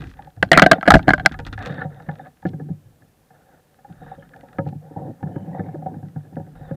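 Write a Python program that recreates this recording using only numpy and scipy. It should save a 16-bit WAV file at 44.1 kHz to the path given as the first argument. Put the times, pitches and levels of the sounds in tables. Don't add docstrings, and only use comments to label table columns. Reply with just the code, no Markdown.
import sys
import numpy as np
from scipy import signal
from scipy.fft import rfft, irfft
from scipy.io import wavfile

SR = 44100
rng = np.random.default_rng(int(sys.argv[2]) if len(sys.argv) > 2 else 0)


def log_audio(samples):
    frames = np.atleast_2d(samples).T
    limited = np.clip(frames, -1, 1)
    pcm = np.round(limited * 32767).astype(np.int16)
    wavfile.write(sys.argv[1], SR, pcm)


def field_ratio(decibels):
    return 10 ** (np.asarray(decibels, dtype=float) / 20)


N = 298098

# pitch_hz, density_db
HISS_SPECTRUM = [(18, -42.5), (30, -11.5), (149, -1.5), (437, -10.5), (569, -13), (988, -17), (1220, -19.5),
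                 (5000, -27), (14000, -27), (15200, -27), (16300, -43.5)]
# pitch_hz, level_db, t60_s
HULL_BOOM = [(101, -2, 0.23), (149.25, -0.5, .2), (180, -5, 0.13), (215, -8, 0.099), (268, 0.5, 0.043),
             (353, -8, 0.025), (383.7, -17.5, 0.08)]
HULL_KNOCK = [(476, -1.5, 0.13), (552, 0.5, 0.11), (622.2, -7.5, 0.078), (752.3, 5, 0.075),
              (822, -1, 0.084), (927.5, -10, 0.15)]
HULL_CLACK = [(1268, -12.5, 0.046), (1420, -11.5, 0.052), (1627, 2.5, 0.011), (1747, -2, 0.029),
              (2061, -13.5, 0.012), (2250, -19.5, 0.0042)]
HULL_SNAP = [(2590, -13.5, 0.024), (3000, -10.5, 0.0081), (3720, -7, 0.057), (4200, -14, 0.016)]
# pitch_hz, level_db, t60_s
MOUNT_BOOM = [(69.6, -11.5, 0.065), (150, 2.5, 0.058), (190.4, 1, 0.086), (280, 7.5, 0.033)]
MOUNT_KNOCK = [(366, -7.5, 0.0099), (504.5, -11, 0.062), (646.2, 4, 0.048), (750, 7.5, 0.034),
               (864, -4.5, 0.04)]
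MOUNT_CLACK = [(1245, 0, 0.021), (1400, -3.5, 0.034), (1560, 0.5, 0.021), (1732, 2.5, 0.014),
               (1966, 0.5, 0.018), (2297, -5, 0.016)]
MOUNT_SNAP = [(2657, -1.5, 0.0099), (3220, 5, 0.0086), (4200, -3.5, 0.012), (5130, -13.5, 0.0055),
              (6700, -13.5, 0.0034), (10200, -14, 0.0015), (13550, -13.5, 0.001)]
# start_s, level_db, fall_db_per_s
JOLTS = [
    (0.0, -37, 76),
    (.57, -22.5, 227.5),
    (.95, -10.5, 293),
    (1.119, -30, 43),
    (1.45, -41.5, 48),
    (3.961, -56, 22),
    (6.56, -49.5, 10.0),
]
CALM_DB = (-67.5, -66.5, -76.5)
RELEASE_DB_PER_S = (700, 400.5, 502.5)
# start_s, end_s, knock_db, boom_db, clack_db
STROKES = [(0.147, 0.275, -57, -47, -61), (0.348, 0.375, -66, -54, -77), (0.437, 0.505, -71, -40.5, -79),
           (0.52, 0.768, -33.5, -34.5, -43), (0.86, 1.247, -49, -33, -55.5),
           (1.289, 1.56, -60, -43.5, -61.5), (1.592, 1.835, -40.5, -38, -42),
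           (1.886, 2.279, -50.5, -45.5, -57.5), (3.31, 3.602, -59.5, -62, -67),
           (3.872, 4.259, -60, -48.5, -62.5), (3.995, 4.157, -58, -64, -55),
           (4.295, 4.593, -54.5, -51.5, -63), (4.58, 4.727, -58, -34, -76),
           (4.812, 4.97, -52.5, -50, -66.5), (4.954, 5.105, -39.5, -32.5, -63.5),
           (5.11, 5.244, -58, -48, -66), (5.243, 5.545, -44, -34.5, -64.5), (5.552, 6.007, -48, -36, -68),
           (6.031, 6.544, -59.5, -43, -69), (6.543, 6.757, -49, -46.5, -56.5)]
# start_s, fall_db_per_s, knock_db, boom_db, clack_db
SLAPS = [
    (0.0, 154.5, -47.5, -30, -47.5),
    (1.678, 81, -37, -31.5, -58),
    (2.469, 67, -61.5, -30, -69),
    (5.536, 69, -35.5, -38, -55.5),
]
# start_s, end_s, pitch_hz, width_hz,
# level_db
RASPS = [(0.526, 0.573, 2100, 500, -22), (0.927, 0.997, 3500, 3000, -45.5), (1.65, 1.68, 4350, 3870, -71),
         (2.46, 2.499, 3000, 2400, -55.5), (4.668, 4.706, 3000, 2100, -64), (5.3, 5.47, 3020, 120, -72),
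         (5.38, 5.78, 1740, 1100, -69.5), (.001, 0.15, 3100, 4000, -64), (5.524, 5.595, 1940, 110, -54),
         (5.545, 5.76, 2130, 250, -68), (0.36, .52, 96, 32, -33), (0.00077, 0.11, 101, 42, -42.5),
         (1.28, 1.66, 95, 25, -37.5), (4.18, 4.25, 3100, 280, -72), (1.55, 1.86, 4400, 200, -73),
         (2.76, 2.98, 107, 43, -55.5)]
# start_s, level_db
RATCHET = [(1.293, -37), (1.321, -27), (1.3416, -35), (1.3903, -27), (1.4506, -32.5), (1.4662, -25),
           (1.484, -38), (1.535, -33), (1.5279, -26), (1.578, -36), (1.59, -34), (1.6195, -43),
           (1.652, -31), (1.672, -31), (1.708, -34.5), (1.724, -41), (1.399, -34), (1.6256, -28),
           (1.6596, -22.5), (1.7423, -37), (1.8153, -49), (1.9455, -49.5), (2.0232, -48), (2.067, -54),
           (2.1136, -45), (2.1385, -48), (2.155, -41), (2.1863, -47), (2.25, -52), (2.2694, -49),
           (2.3705, -49.5), (2.4224, -52)]
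# start_s, level_db
LINE_TICKS = [(0.0064, -36.5), (0.0193, -34.5), (0.04, -36), (0.071, -41.5), (0.0936, -45), (0.113, -46),
              (0.138, -44.5), (0.171, -50), (0.2064, -63), (0.2227, -43.5), (0.247, -45), (0.272, -53),
              (0.303, -51), (0.365, -51), (3.743, -52.5), (3.9258, -47), (4.292, -49), (4.363, -45.5),
              (4.4093, -41.5), (4.486, -49.5), (4.5293, -42.5), (4.654, -54), (4.675, -45.5), (4.6883, -43),
              (6.0849, -51), (6.357, -50), (6.5554, -52)]
# start_s, knock_db, boom_db, clack_db, spot_hz
REEL_BUMPS = [(0.19, -29, -43, -40, 156), (0.271, -38, -46, -62, 166), (0.371, -43, -49, -53.5, 280),
              (1.313, -37, -23.5, -36, 233), (1.342, -34.5, -59, -27, 94.2), (1.39, -23, -22, -29, 111),
              (1.464, -27.5, -29.5, -57, 101), (1.526, -35.5, -25.5, -35, 133),
              (1.577, -27.5, -35, -31.5, 99.6), (1.626, -44, -59, -31, 96), (1.695, -26, -20, -27.5, 162),
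              (1.815, -23.5, -43, -23, 154), (1.846, -24, -21, -59.5, 160.5), (2.0, -30, -58, -36.5, 163),
              (2.089, -18.5, -23, -24.5, 166.5), (2.193, -27.5, -45, -40, 236),
              (2.258, -35.5, -64, -42, 158), (1.662, -25, -25.5, -45, 198), (1.779, -27, -22, -31, 162)]
# start_s, knock_db, boom_db, clack_db, spot_hz
GAFF_BUMPS = [(2.426, -36, -42, -44, 161), (2.452, -19.5, -15, -29, 170), (2.534, -36, -21, -46.5, 165.5),
              (2.597, -29, -31, -42.5, 158), (2.686, -33, -35, -53.5, 163), (2.703, -37, -23, -63, 167.4),
              (3.02, -53, -48, -51.5, 137.3), (3.303, -39.5, -49, -52, 167.4),
              (3.786, -46.5, -68, -54.5, 145.6), (3.845, -40, -51, -47.5, 263),
              (3.899, -43, -34.5, -63, 172), (4.015, -31.5, -34.5, -69, 164.2),
              (4.063, -35, -40, -41.5, 194), (4.114, -30, -60.5, -44, 88.4),
              (4.177, -36, -35.5, -69.5, 164), (4.336, -52, -43, -40, 180), (4.357, -30, -61, -79, 156),
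              (4.432, -30.5, -39, -58, 276.6), (2.611, -44, -24, -60, 155), (4.224, -46, -44, -42, 160.7),
              (4.077, -38, -54, -43, 163)]
# start_s, knock_db, boom_db, clack_db, spot_hz
FISH_BUMPS = [(4.585, -15.5, -18, -23, 164), (4.661, -25, -15.5, -47.5, 147.4),
              (4.908, -34, -39.5, -72, 278.7), (4.962, -24, -24, -60, 167), (5.228, -26, -19.5, -35.5, 164),
              (5.27, -42.5, -22.5, -45.5, 129.9), (5.36, -21.5, -20.5, -41, 167.8),
              (5.594, -21.5, -16, -33, 164), (5.686, -35, -53, -47, 175), (5.744, -22, -20, -46, 300),
              (5.821, -30, -41, -53, 185.4), (5.86, -16.5, -24, -44, 180), (5.939, -37.5, -32, -47, 188),
              (6.027, -38, -28, -53, 135), (6.159, -34.5, -28, -49, 150), (6.325, -45, -33.5, -62.5, 177.3),
              (6.367, -20, -22.5, -40.5, 238), (6.398, -31, -23.5, -52, 165),
              (6.609, -37.5, -27, -53, 158.3), (6.71, -23.5, -18.5, -42, 215),
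              (4.724, -35, -29, -57.5, 157), (5.204, -35.5, -62, -60, 169.5), (5.548, -25, -31.5, -53, 168),
              (5.958, -43, -22.5, -68, 131.4), (6.472, -39, -30, -60, 135), (4.752, -44, -26.5, -71.5, 150)]
REEL_KNOCK_HZ = [846, 853, 680, 760, 764, 754, 760, 480, 795, 493, 500, 740, 760, 778, 756, 750, 770, 470,
                 801]
GAFF_KNOCK_HZ = [840, 760, 516, 455, 422, 567, 600, 760, 770, 824, 770, 764, 770, 780, 567, 783, 810, 756,
                 790, 770, 770]
FISH_KNOCK_HZ = [530, 420, 455, 804, 806, 770, 778, 715, 710, 583, 760, 751, 773, 770, 759, 760, 540, 760,
                 760, 533, 795, 754, 740, 500, 770, 760]
# start_s, pitch_hz, level_db, t60_s
ROD_PANELS = [(0.532, 3250, -9, 0.02), (0.564, 400, -5.5, .012), (.597, 750, -7.5, 0.031),
              (.598, 3100, -16.5, 0.015), (.624, 190, -10, .09), (.663, 720, -8.5, 0.08),
              (1.091, 4200, -18, .015), (1.1055, 2100, -13.5, 0.033), (1.138, 600, -21.5, 0.11),
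              (1.2601, 2043, 2, 0.019), (.428, 547, -10, 0.035), (.519, 653, -5.5, 0.067),
              (.716, 680, -6, 0.077), (.877, 313, -6, 0.065), (.878, 710, -4, 0.024),
              (.906, 750, -8.5, 0.1), (.867, 1680, -17.5, .02)]
HULL_PANELS = [(2.453, 332, -14, 0.052), (2.453, 540, -18, 0.033), (2.467, 161, -15.5, .08),
               (2.086, 170, -13.5, .07), (2.701, 167.6, -21.5, .1), (5.229, 164, -16, 0.054),
               (2.533, 330, -22, 0.035), (2.6, 280, -31, 0.085), (4.587, 301, -13, .04),
               (4.661, 300, -27, .06), (4.915, 290, -32.5, 0.065), (5.362, 323, -16.5, 0.045),
               (5.363, 170, -17.5, 0.056), (5.597, 310, -23, .04), (5.744, 339, -21, 0.051),
               (5.757, 552, -24, .035), (5.862, 540, -24.5, 0.055), (5.864, 190, -24, 0.046),
               (6.368, 280, -25, .03), (6.711, 260, -26.5, 0.046), (6.712, 528, -25, .05),
               (6.713, 150, -26.5, 0.1), (6.611, 150, -30, 0.063), (0.002, 146, -25.5, 0.18),
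               (1.697, 168, -22, 0.046), (2.09, 378, -32, 0.035), (2.09, 1185, -42, 0.035),
               (5.548, 760, -23, 0.043), (5.6, 722, -34, 0.051), (5.6, 164, -24, 0.077)]
# start_s, clack_db, boom_db, knock_db, spot_hz
BLOWS = [(0.4274, -3, -20, -13.5, 1603), (0.5163, 4, -13, -4.5, 1882), (0.5309, 2.5, -11, -16.5, 1400),
         (0.575, 8, -4.5, -5, 1348), (0.5868, -4, -18.5, -16.5, 1879), (0.5956, 5, -22, -22.5, 1635),
         (0.62, 5.5, -5, -3, 1568), (0.638, -5.5, -24.5, -15, 1750), (0.6625, -2, -17.5, -11, 1560),
         (0.7141, 10.5, -13, -7, 1413), (0.731, -6, -19.5, -16.5, 1400), (0.8288, -16, -29.5, -23, 1316),
         (0.8771, -2, -10, -5, 1640), (0.9045, 9.5, -22.5, -5.5, 1275), (0.918, -0.5, -25, -8, 1620),
         (0.9392, 1, -3, -5.5, 1637), (0.953, -7.5, -8, -7.5, 1280), (0.993, -17, -45, -30.5, 1560),
         (1.0807, -6.5, -7, -5, 1634), (1.105, -2.5, -16.5, -14, 1636), (1.1353, -3.5, -22.5, -22, 1560),
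         (1.1974, -23.5, -29.5, -25.5, 1572), (1.26, 3, -12, -14, 1560)]
# knock_hz, snap_db, chatter_ms, t60_s
LANDINGS = [(500, -17.5, 2.6, 0.029), (649.4, -14, 4.6, 0.032), (640, -7, 3.8, 0.015),
            (620, -13.5, 1.3, 0.037), (696, -18.5, 1.5, 0.034), (760, -12, 1.2, 0.015),
            (600, -15.5, 6, 0.017), (706, -20, 4, .02), (690, -21.5, 0.86, 0.057), (646, -14, 4, .025),
            (640, -20.5, 3.4, .02), (759, -56, 2.0, 0.054), (680, -17, 6, 0.033), (830, -15, 3, 0.017),
            (770, -21.5, 1.3, .02), (783, -18, 3.0, 0.023), (600, -27.5, 1, .02), (740, -52, 3.1, 0.078),
            (717, -22, 1.6, 0.026), (746.3, -22.5, 1.5, 0.042), (533, -25.5, 1.5, 0.046),
            (775, -36, 5.6, .03), (800, -5.5, 1.6, 0.0088)]
# start_s, clack_db, knock_db, snap_db
SPOT_BLOWS = [(0.448, -37, -39.5, -62), (0.488, -48, -55, -54.5), (.458, -46, -49.5, -67),
              (.468, -54.5, -56, -60.5), (0.478, -48, -58, -61), (.944, -4.5, -11.5, -25),
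              (0.549, -19, -26, -30.5), (0.563, -22, -18.5, -38.5), (0.783, -33.5, -27, -67),
              (0.811, -27.5, -30, -41), (0.856, -22, -34, -43.5), (0.865, -19, -35.5, -46),
              (0.965, -16, -13.5, -68), (1.0285, -40, -44.5, -39), (1.074, -28, -23, -57.5),
              (1.09, -3, -21, -34.5), (1.18, -24, -35, -41), (1.251, -31.5, -31.5, -35)]


def rms_one(x):
    return x / np.sqrt(np.mean(x ** 2) + 1e-20)


def band(x, low_hz, high_hz):
    edges = signal.butter(2, [low_hz, min(high_hz, 18000)], "band", fs=SR, output="sos")
    return signal.sosfilt(edges, x)


def drift(rate):
    r = np.exp(-80 * np.pi * rate / SR)
    slow = signal.lfilter([1], [1, -2 * r, r * r], rng.standard_normal(N // 40 + 1002))[1000:]
    return np.interp(np.arange(N) / 40, np.arange(len(slow)), rms_one(slow))


def ring(force, hz, t60):
    r = field_ratio(-60 / (t60 * SR))
    w = 2 * np.pi * hz / SR
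    return signal.lfilter([0, np.sin(w)], [1, -2 * r * np.cos(w), r * r], force + 1e-18)


def contacts(times, chatter_ms):
    rebound_share = 0.4
    t_ms = np.arange(1800) * 1000 / SR
    rebounds = rng.standard_normal((len(times), 1800)) * (rng.random((len(times), 1800)) < .06)
    force = rebound_share * rebounds * np.exp(-t_ms / np.clip(chatter_ms, .3, 15)[:, None])
    force[:, 0] = 1
    return force / np.sqrt(np.sum(force ** 2, axis=1, keepdims=True))


def strike(modes, times, force, level_db, spot_hz=None):
    out = np.zeros(N)
    shares_db = 1.5 * rng.standard_normal((len(times), len(modes)))
    for k, (hz, mode_db, t60) in enumerate(modes):
        near_db = 0
        if spot_hz is not None:
            near_db = -9.0 * np.tanh(np.abs(np.log(hz / spot_hz)) / .15)
        gains = field_ratio(level_db + mode_db + near_db + shares_db[:, k])
        train = np.zeros(N + 1800)
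        for s, f, gain in zip(times, force, gains):
            first = int(s * SR)
            train[first:first + 1800] += gain * f
        out += (-1) ** k * ring(train[:N], hz, t60)
    return out


def spot_ring(times, force, level_db, hz, t60):
    out, t = np.zeros(N + 9000), np.arange(7000) / SR
    for s, f, db, pitch, decay in zip(times, force, level_db, hz, np.broadcast_to(t60, len(times))):
        tone = field_ratio(db - 60 * t / max(decay, .004)) * np.sin(2 * np.pi * pitch * t)
        first = int(s * SR)
        out[first:first + 8799] += signal.fftconvolve(tone, f)
    return out[:N]


def hiss():
    level_db = -69
    hz = np.arange(1, N // 2 + 2) * SR / N
    points_hz, points_db = np.transpose(HISS_SPECTRUM)
    shape = field_ratio(np.interp(np.log(hz), np.log(points_hz), points_db))
    scale = np.sqrt(np.mean((shape * (hz > 2000)) ** 2))
    return field_ratio(level_db) * irfft(rfft(rng.standard_normal(N)) * shape, N) / scale


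def sway():
    rise_db_per_s, rest_db = 498, -71
    push = band(rng.standard_normal(N), 35, 85)
    t = np.arange(N) / SR
    effort = field_ratio(rest_db)
    for s, level_db, fall in JOLTS:
        slope = np.where(t < s, rise_db_per_s, fall)
        effort = effort + field_ratio(level_db - slope * np.abs(t - s))
    return effort * rms_one(push)


def water_effort():
    attack_s, sag_db_per_s = 0.022, 2
    t = np.arange(0, N + 40, 40) / SR

    def rise(start):
        return np.clip((t - start) / attack_s + (start == 0), 0, 1)

    power = field_ratio(np.array(CALM_DB))[:, None] ** 2
    for start, end, *level_db in STROKES:
        held_db = -sag_db_per_s * np.clip(t - (start + end) / 2, -1, 1)
        shape_db = held_db - np.outer(RELEASE_DB_PER_S, np.clip(t - end, 0, 1))
        power = power + (rise(start) * field_ratio(np.array(level_db)[:, None] + shape_db)) ** 2
    for start, fall, *level_db in SLAPS:
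        shape_db = -fall * np.abs(t - start)
        power = power + (rise(start) * field_ratio(np.array(level_db)[:, None] + shape_db)) ** 2
    knock, boom, clack = [np.interp(np.arange(N) / SR, t, np.sqrt(p)) for p in power]
    snap = field_ratio(-66.5) * (np.minimum(clack, field_ratio(-44)) / field_ratio(-52)) ** 1.3
    return knock, boom, clack, snap


def loaded(x):
    bend_ms = .35
    load, n = drift(12), np.arange(N)
    return field_ratio(1.6 * load) * np.interp(n + bend_ms * SR / 1000 * load, n, x)


def rubbing():
    sizes = field_ratio(2.2 * np.minimum(rng.exponential(1, N), 4)) * rng.choice([-1, 1], N)
    grains = (rng.random(N) < 2500 / SR) * sizes
    slosh = 0.4 * rng.standard_normal(N)
    force = (grains + slosh) * field_ratio(1.8 * drift(29))
    families = [HULL_KNOCK, HULL_BOOM, HULL_CLACK, HULL_SNAP]
    ranges_hz = [(303, 870), (123, 420), (969, 1900), (2190, 3700)]
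    out = 0
    for modes, gain, (low_hz, high_hz) in zip(families, water_effort(), ranges_hz):
        body = np.zeros(N)
        for k, (hz, db, t60) in enumerate(modes):
            body += (-1) ** k * field_ratio(db) * loaded(ring(force, hz, 0.56 * t60))
        inside = band(body, low_hz, high_hz)
        out = out + gain * rms_one(band(inside, .8 * low_hz, 2.3 * high_hz))
    return out


def rasps():
    out, flutter = np.zeros(N), field_ratio(3.0 * drift(70))
    for start, end, hz, width_hz, level_db in RASPS:
        a, b = int(start * SR), int(end * SR)
        scratch = band(rng.standard_normal(SR // 2), hz - width_hz / 2, hz + width_hz / 2)[-(b - a):]
        fade = signal.windows.tukey(b - a, .4)
        out[a:b] += field_ratio(level_db) * rms_one(scratch) * fade * flutter[a:b]
    return out


def ticks():
    s, tick_db = np.transpose(sorted([*RATCHET, *LINE_TICKS]))
    force = contacts(s, 2.0 + 0.25 * (tick_db + 46.5))
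    # pitch_hz, level_db, t60_s
    broad = [(2500, 4.2, 0.0046), (3500, 2.0, 0.0049), (4200, 0.5, 0.0024)]
    bright = [(5200, 0.0, 0.001), (7770, -8.5, 0.00081)]
    top = strike(bright, s, force, tick_db - 6.0 + 0.4 * (tick_db + 21.0))
    middle = strike(broad, s, force, tick_db - 4.0)
    return top + middle + strike(MOUNT_CLACK, s, force, tick_db - 6.0)


def bumps():
    groups = [REEL_BUMPS, GAFF_BUMPS, FISH_BUMPS]
    s, knock_db, boom_db, clack_db, spot_hz = np.transpose([bump for group in groups for bump in group])
    knock_hz = np.array([*REEL_KNOCK_HZ, *GAFF_KNOCK_HZ, *FISH_KNOCK_HZ])
    chatter_ms = np.repeat([4.6, 6.1, 5.5], [len(group) for group in groups])
    force = contacts(s, chatter_ms)
    thud = force * np.exp(-np.arange(1800) / 90) * 1.3
    boom = strike(HULL_BOOM, s, thud, boom_db + 4.0, spot_hz)
    boom += spot_ring(s, thud, boom_db - 4.0, spot_hz, 0.075)
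    knock = strike(HULL_KNOCK, s, force, knock_db - 3.5, knock_hz)
    knock += spot_ring(s, force, knock_db - 5.0, knock_hz, 0.058)
    clack = strike(HULL_CLACK, s, force, clack_db + 4.5)
    return band(boom, 110, 690) + band(knock, 280, 976) + band(clack, 670, 4200)


def panels():
    rise_cycles = 0.42
    out, t = np.zeros(N + 7000), np.arange(7000) / SR
    for s, hz, db, t60 in [*ROD_PANELS, *HULL_PANELS]:
        swing = (1 - np.exp(-t * hz / rise_cycles)) * field_ratio(db - 60 * t / max(t60, .004))
        first = int(s * SR)
        out[first:first + 7000] += swing * np.sin(2 * np.pi * hz * t)
    return out[:N]


def rod_contacts():
    rows = [(*blow, *landing) for blow, landing in zip(BLOWS, LANDINGS)]
    for s, clack_db, knock_db, snap_db in SPOT_BLOWS:
        rows.append((s, clack_db, knock_db - 2.5, knock_db, 1600, 740.0, snap_db, 3.0, .018))
    return np.transpose(rows)


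def rattle():
    s, clack_db = rod_contacts()[:2]
    # pitch_hz, level_db, t60_s
    loose = [(1020, -6.5, 0.029), (2390, 3.5, 0.0016), (3500, -5.5, 0.0059), (4640, -7.0, 0.0039)]
    force = contacts(s, np.full(len(s), 11.0))
    return strike(loose, s + 0.0092, force, np.minimum(clack_db, -3.0) - 24.0)


def rod():
    s, clack_db, boom_db, knock_db, spot_hz, knock_hz, snap_db, chatter_ms, t60 = rod_contacts()
    force = contacts(s, chatter_ms)
    boom = strike(MOUNT_BOOM, s, force, boom_db)
    knock = strike(MOUNT_KNOCK, s, force, knock_db + 4.5, knock_hz)
    knock += spot_ring(s, force, knock_db + 5.5, knock_hz, 0.027)
    clack = strike(MOUNT_CLACK, s, force, clack_db, spot_hz)
    clack += spot_ring(s, force, clack_db - 2.5, spot_hz, t60)
    snap = strike(MOUNT_SNAP, s, force, snap_db + 0.5)
    return boom + knock + clack + snap


def scene():
    struck = rod() + bumps() + ticks()
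    wet = rubbing() + rasps()
    background = sway() + hiss()
    return (struck + wet + background + rattle() + panels())[None]


def band_limit(x):
    return signal.sosfilt(signal.butter(12, 16500, fs=SR, output="sos"), x)


def record(dry):
    clipped = np.clip(dry, -1.0, 1.0)
    mix = signal.sosfilt(signal.cheby2(12, 60, 16500, fs=SR, output="sos"), clipped)
    mix = mix * np.minimum(1, np.arange(N)[::-1] / 300)
    mix = np.clip(mix, -1, 1)
    return band_limit(mix)


dry = scene()
out = record(dry)
log_audio(out)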